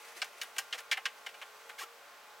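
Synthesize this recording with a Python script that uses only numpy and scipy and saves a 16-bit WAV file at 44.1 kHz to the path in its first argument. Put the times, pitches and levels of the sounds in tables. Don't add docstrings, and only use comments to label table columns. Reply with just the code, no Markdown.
import sys
import numpy as np
from scipy import signal
from scipy.fft import rfft, irfft
from scipy.io import wavfile

SR = 44100
rng = np.random.default_rng(int(sys.argv[2]) if len(sys.argv) > 2 else 0)


def int16_out(signal):
    q = np.round(np.clip(np.atleast_2d(signal).T, -1, 1) * 32767)
    wavfile.write(sys.argv[1], SR, q.astype(np.int16))


N = 105840


def from_db(db):
    return 10 ** (np.asarray(db) / 20)


def rms_one(x):
    return x / np.sqrt(np.mean(x ** 2) + 1e-20)


def bins(size):
    return np.maximum(np.arange(size // 2 + 1) * SR / size, 1)


def at_hz(points, hz):
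    f, value = np.transpose(points)
    return np.interp(np.log(hz), np.log(f), value)


def colour(x, db):
    size = x.shape[-1]
    cepstrum = irfft(np.log(from_db(db)), size)
    cepstrum[1:size // 2] *= 2
    cepstrum[size // 2 + 1:] = 0
    response = np.exp(rfft(cepstrum))
    return irfft(rfft(x) * response, size)


def fade(t, t60):
    return np.exp(-np.log(1000) * t / t60)


def slow_noise(shape, corner_hz):
    gain = 1 / (1 + (bins(N) / corner_hz) ** 2)
    return rms_one(irfft(rfft(rng.standard_normal(shape)) * gain, N))


def stereo(pair, width):
    mid = pair[0]
    side = colour(pair[1], at_hz(width, bins(pair.shape[-1])))
    return np.array([mid + side, mid - side])


# freq_hz [Hz], side_minus_mid_db [dB]
NOISE_WIDTH = [(30, -10), (110, 0.5), (250, -2.5), (600, -13), (1500, -9.5), (4000, -6.5), (12000, -8.5)]


def noise(spectrum):
    pair = colour(rng.standard_normal((2, N)), at_hz(spectrum, bins(N)))
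    return stereo(rms_one(pair), NOISE_WIDTH)


# freq_hz [Hz], relative_db [dB]
AIR_COLOUR = [(15, -70), (25, -31.5), (223, -27.5), (317, -20), (463, -12), (516, -12), (560, -4),
              (734, -9.5), (840, -4), (988, -8.5), (1070, -3), (1370, -7.5), (1790, -9), (2610, -11.5),
              (4490, -16.5), (7710, -21), (9070, -25), (14800, -25), (16000, -25)]
AIR_DB = -56
# pitch_hz [Hz], level_db [dB]
MOTOR_TONES = [(212, -94), (236, -87.5), (424, -73.5), (469, -68), (583, -76), (703, -71.5), (849, -65),
               (1061, -68), (1172, -70), (1408, -65), (1545, -68.5), (2449, -74), (7978, -82), (14540, -78),
               (14565, -91)]
WAVER_HZ, WAVER_DEPTH = 4.2, 0.45


def motor():
    t = np.arange(N) / SR
    tones = 0
    for pitch_hz, level_db in MOTOR_TONES:
        in_step, across = WAVER_DEPTH * slow_noise((2, N), WAVER_HZ)
        phase = 2 * np.pi * (pitch_hz * t + rng.random())
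        wavering = (1 + in_step) * np.cos(phase) + across * np.sin(phase)
        tones = tones + from_db(level_db) * wavering
    return tones + from_db(AIR_DB) * noise(AIR_COLOUR)


# time_s [s], level_db [dB]
FLOW_LEVEL = [(0, -61), (.09, -55.5), (.15, -58), (.18, -52), (.21, -56.5), (.27, -58.5), (.33, -62.5),
              (.39, -59), (.48, -60), (.55, -63.5), (0.679, -59.5), (.86, -68.5), (1.5, -64.5),
              (1.67, -63.5), (1.76, -65.5), (2.4, -83)]
# freq_hz [Hz], relative_db [dB]
FLOW_COLOUR = [(100, -52.5), (300, -16), (450, -3), (1100, -3), (2000, 1.5), (3000, -3.5), (4600, -5.5),
               (6000, -8), (7500, -7.5), (11000, -9.5), (16000, -19)]
# pitch_hz [Hz], half_width_hz [Hz, centre to 6 dB down], level_db [dB against the hiss]
FLOW_WHISTLES = [(2030, 220, -8.5), (2600, 69, -13.5), (5970, 240, -12)]
FLUTTER_DB, FLUTTER_HZ = 2, 30


def flow():
    f = bins(N)
    whistles = 0
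    for pitch_hz, half_width_hz, level_db in FLOW_WHISTLES:
        band_db = -20 * np.log10(1 + ((f - pitch_hz) / half_width_hz) ** 2)
        whistles = whistles + from_db(level_db) * rms_one(colour(rng.standard_normal(N), band_db))
    level_db = np.interp(np.arange(N) / SR, *np.transpose(FLOW_LEVEL))
    flutter_db = FLUTTER_DB * slow_noise(N, FLUTTER_HZ)
    return from_db(level_db + flutter_db) * (noise(FLOW_COLOUR) + whistles)


# start_s [s], pitch_hz [Hz], level_db [dB at the peak], length_s [s]
BUBBLES = [(0.161, 364, -57, 0.024), (0.344, 384, -63.5, 0.029), (1.779, 2158, -48, .015),
           (1.788, 1640, -40, 0.014), (1.805, 1911, -49, 0.027), (1.814, 1118, -39, 0.014),
           (1.827, 1338, -43.5, 0.023), (1.830, 396, -52.5, 0.012)]


def bubbles():
    t = np.arange(N) / SR
    out = np.zeros(N)
    for start_s, pitch_hz, level_db, length_s in BUBBLES:
        swell = np.sin(np.pi * np.clip((t - start_s) / length_s, 0, 1))
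        out += from_db(level_db) * swell * np.sin(2 * np.pi * pitch_hz * (t - start_s))
    return out


# [dB, typical; varies per spit]
PIPE_MODES = [(480, 50, 4), (770, 50, 7), (1605, 40, 6), (1775, 40, 5), (1880, 35, 5), (2080, 35, 5),
              (2340, 40, 7), (2650, 45, 4), (2905, 45, 6), (3078, 35, 5), (3328, 35, 6), (5140, 70, 4),
              (5600, 50, 4), (6760, 90, 4)]
PIPE_VARIES = 0.15
PIPE_DB = -2.5


def pipe_ring_db(f):
    power = 1
    for freq_hz, width_hz, lift_db in PIPE_MODES:
        lift = lift_db * (1 + PIPE_VARIES * rng.standard_normal())
        peak = from_db(abs(lift)) ** 2 - 1
        power = power + peak / (1 + (2 * (f - freq_hz) / width_hz) ** 2)
    return PIPE_DB + 10 * np.log10(power)


COLLAPSES_PER_S, COLLAPSE_SPREAD_DB = 14000, 3


def collapses(size):
    hits = rng.random((2, size)) < COLLAPSES_PER_S / SR
    signs = np.sign(rng.standard_normal((2, size)))
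    strength = from_db(COLLAPSE_SPREAD_DB * rng.standard_normal((2, size)))
    return rms_one(hits * signs * strength)


# start_s [s], rise_s [s], hold_s [s, start to decay], level_db [dB],
# body_db, edge_db, spray_db [dB against the core band], ring_a_hz, ring_b_hz [Hz]
SPITS = [(0.2175, 0.00037, 0.0056, -23, -5, -1.5, -20.5, 1500, 2740),
         (0.243, 0.0011, 0.0037, -37.5, -13, -3, -10, 1187, 2270),
         (0.4142, 0.00042, 0.0057, -25, -17, -5.5, -14, 2950, 3730),
         (0.431, 0.0013, 0.004, -36, -2, -11, -5.5, 753, 1640),
         (0.5636, 0.00055, 0.0033, -37, 4, -9, -13, 1600, 2270),
         (0.5813, 0.0024, 0.0068, -23, -4.5, -2, -7.5, 1598, 2864),
         (0.726, 0.00028, 0.0082, -23.5, -14, -8, -26.5, 2083, 3180),
         (0.739, .002, 0.015, -35.5, 1.5, -4, -14, 500, 1870),
         (0.775, 0.0093, 0.019, -35, -2, -4.5, -12, 1545, 1790),
         (0.802, 0.0013, 0.0029, -40, -29, -12, -7, 1437, 2000),
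         (0.9136, 0.00042, 0.0059, -16.5, -11, -8.5, -20.5, 2335, 3300),
         (0.9242, 0.0017, .006, -18.5, -18.5, -9.5, -23, 1776, 2310),
         (0.97, 0.0034, 0.0077, -25.5, -2.5, -19, -21.5, 1318, 2080),
         (1.054, 0.0011, 0.0066, -18.5, -11, -8.5, -24.5, 1604, 2648),
         (1.2622, 0.0018, 0.0078, -29, -8.5, -9, -21, 1609, 2120),
         (1.289, 0.0014, .006, -42, -20, -10, -14, 1590, 2330),
         (1.339, .003, 0.011, -41, -5, -13, -21, 1610, 2420),
         (1.4145, 0.00032, 0.014, -33.5, -5.5, -14.5, -22, 1119, 2230),
         (1.6922, 0.00039, 0.0088, -36.5, -5, -12, -15.5, 1495, 1880),
         (1.78, 0.011, 0.056, -37.5, -0.5, -2.5, -8, 2158, 1280)]
# freq_hz [Hz], gain_db [dB]
SPIT_ROLLOFF = [(60, -43), (200, -29), (310, -20), (440, -8.5), (750, -2.5), (1100, 0), (2300, 0.5),
                (3800, -0.5), (7000, 0.5), (11000, -0.5), (16000, -5.5)]
# freq_hz [Hz], side_minus_mid_db [dB]
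SPIT_WIDTH = [(400, -45), (1200, -73), (2400, -34.5), (4500, -18.5), (12000, -21.5)]
BODY_HZ, CORE_LOW_HZ, CORE_HIGH_HZ, EDGE_HZ, SPRAY_HZ = 740, 1890, 2780, 5150, 11000
SPIT_T60_S, TAIL_DB, TAIL_T60_S = 0.05, -12.5, 0.16
RING_DB, RING_T60_S = -12.5, 0.078
KNOCK_HZ, KNOCK_DB, KNOCK_T60_S = 785.4, -22, 0.14


def spits(size=16384):
    out = np.zeros((2, N + size))
    t, f = np.arange(size) / SR, bins(size)
    for start_s, rise_s, hold_s, level_db, body_db, edge_db, spray_db, ring_a_hz, ring_b_hz in SPITS:
        attack = np.minimum(t / rise_s, 1)
        after = np.maximum(t - hold_s, 0)
        tail = from_db(TAIL_DB) * fade(after, TAIL_T60_S)
        envelope = attack * np.hypot(fade(after, SPIT_T60_S), tail)

        bands = [(BODY_HZ, body_db), (CORE_LOW_HZ, 0), (CORE_HIGH_HZ, 0),
                 (EDGE_HZ, edge_db), (SPRAY_HZ, spray_db)]
        tone_db = at_hz(bands, f) + at_hz(SPIT_ROLLOFF, f)
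        burst = colour(collapses(size) * envelope, tone_db + pipe_ring_db(f))
        burst = stereo(burst, SPIT_WIDTH)

        notes = np.sin(2 * np.pi * ring_a_hz * t) + np.sin(2 * np.pi * ring_b_hz * t)
        ring = from_db(RING_DB) * fade(t, RING_T60_S) * notes
        knock = np.sin(2 * np.pi * KNOCK_HZ * t) * fade(t, KNOCK_T60_S)
        knock = from_db(body_db + KNOCK_DB) * knock

        start = int(start_s * SR)
        out[:, start:start + size] += from_db(level_db) * (burst + attack * (knock + ring))
    return out[:, :N]


LOW_LAG_S, LOW_LAG_HZ = 0.006086, 1254


def dispersed(x):
    lag_s = LOW_LAG_S / (1 + (bins(N) / LOW_LAG_HZ) ** 4)
    phase = 2 * np.pi * np.cumsum(lag_s) * SR / N
    return irfft(rfft(x) * np.exp(-1j * phase), N)


def scene():
    return motor() + flow() + bubbles() + dispersed(spits())


def record(dry):
    top_cut = signal.ellip(12, .1, 70, 15900, fs=SR, output="sos")
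    return signal.sosfilt(top_cut, dry)


dry = scene()
out = record(dry)
int16_out(out)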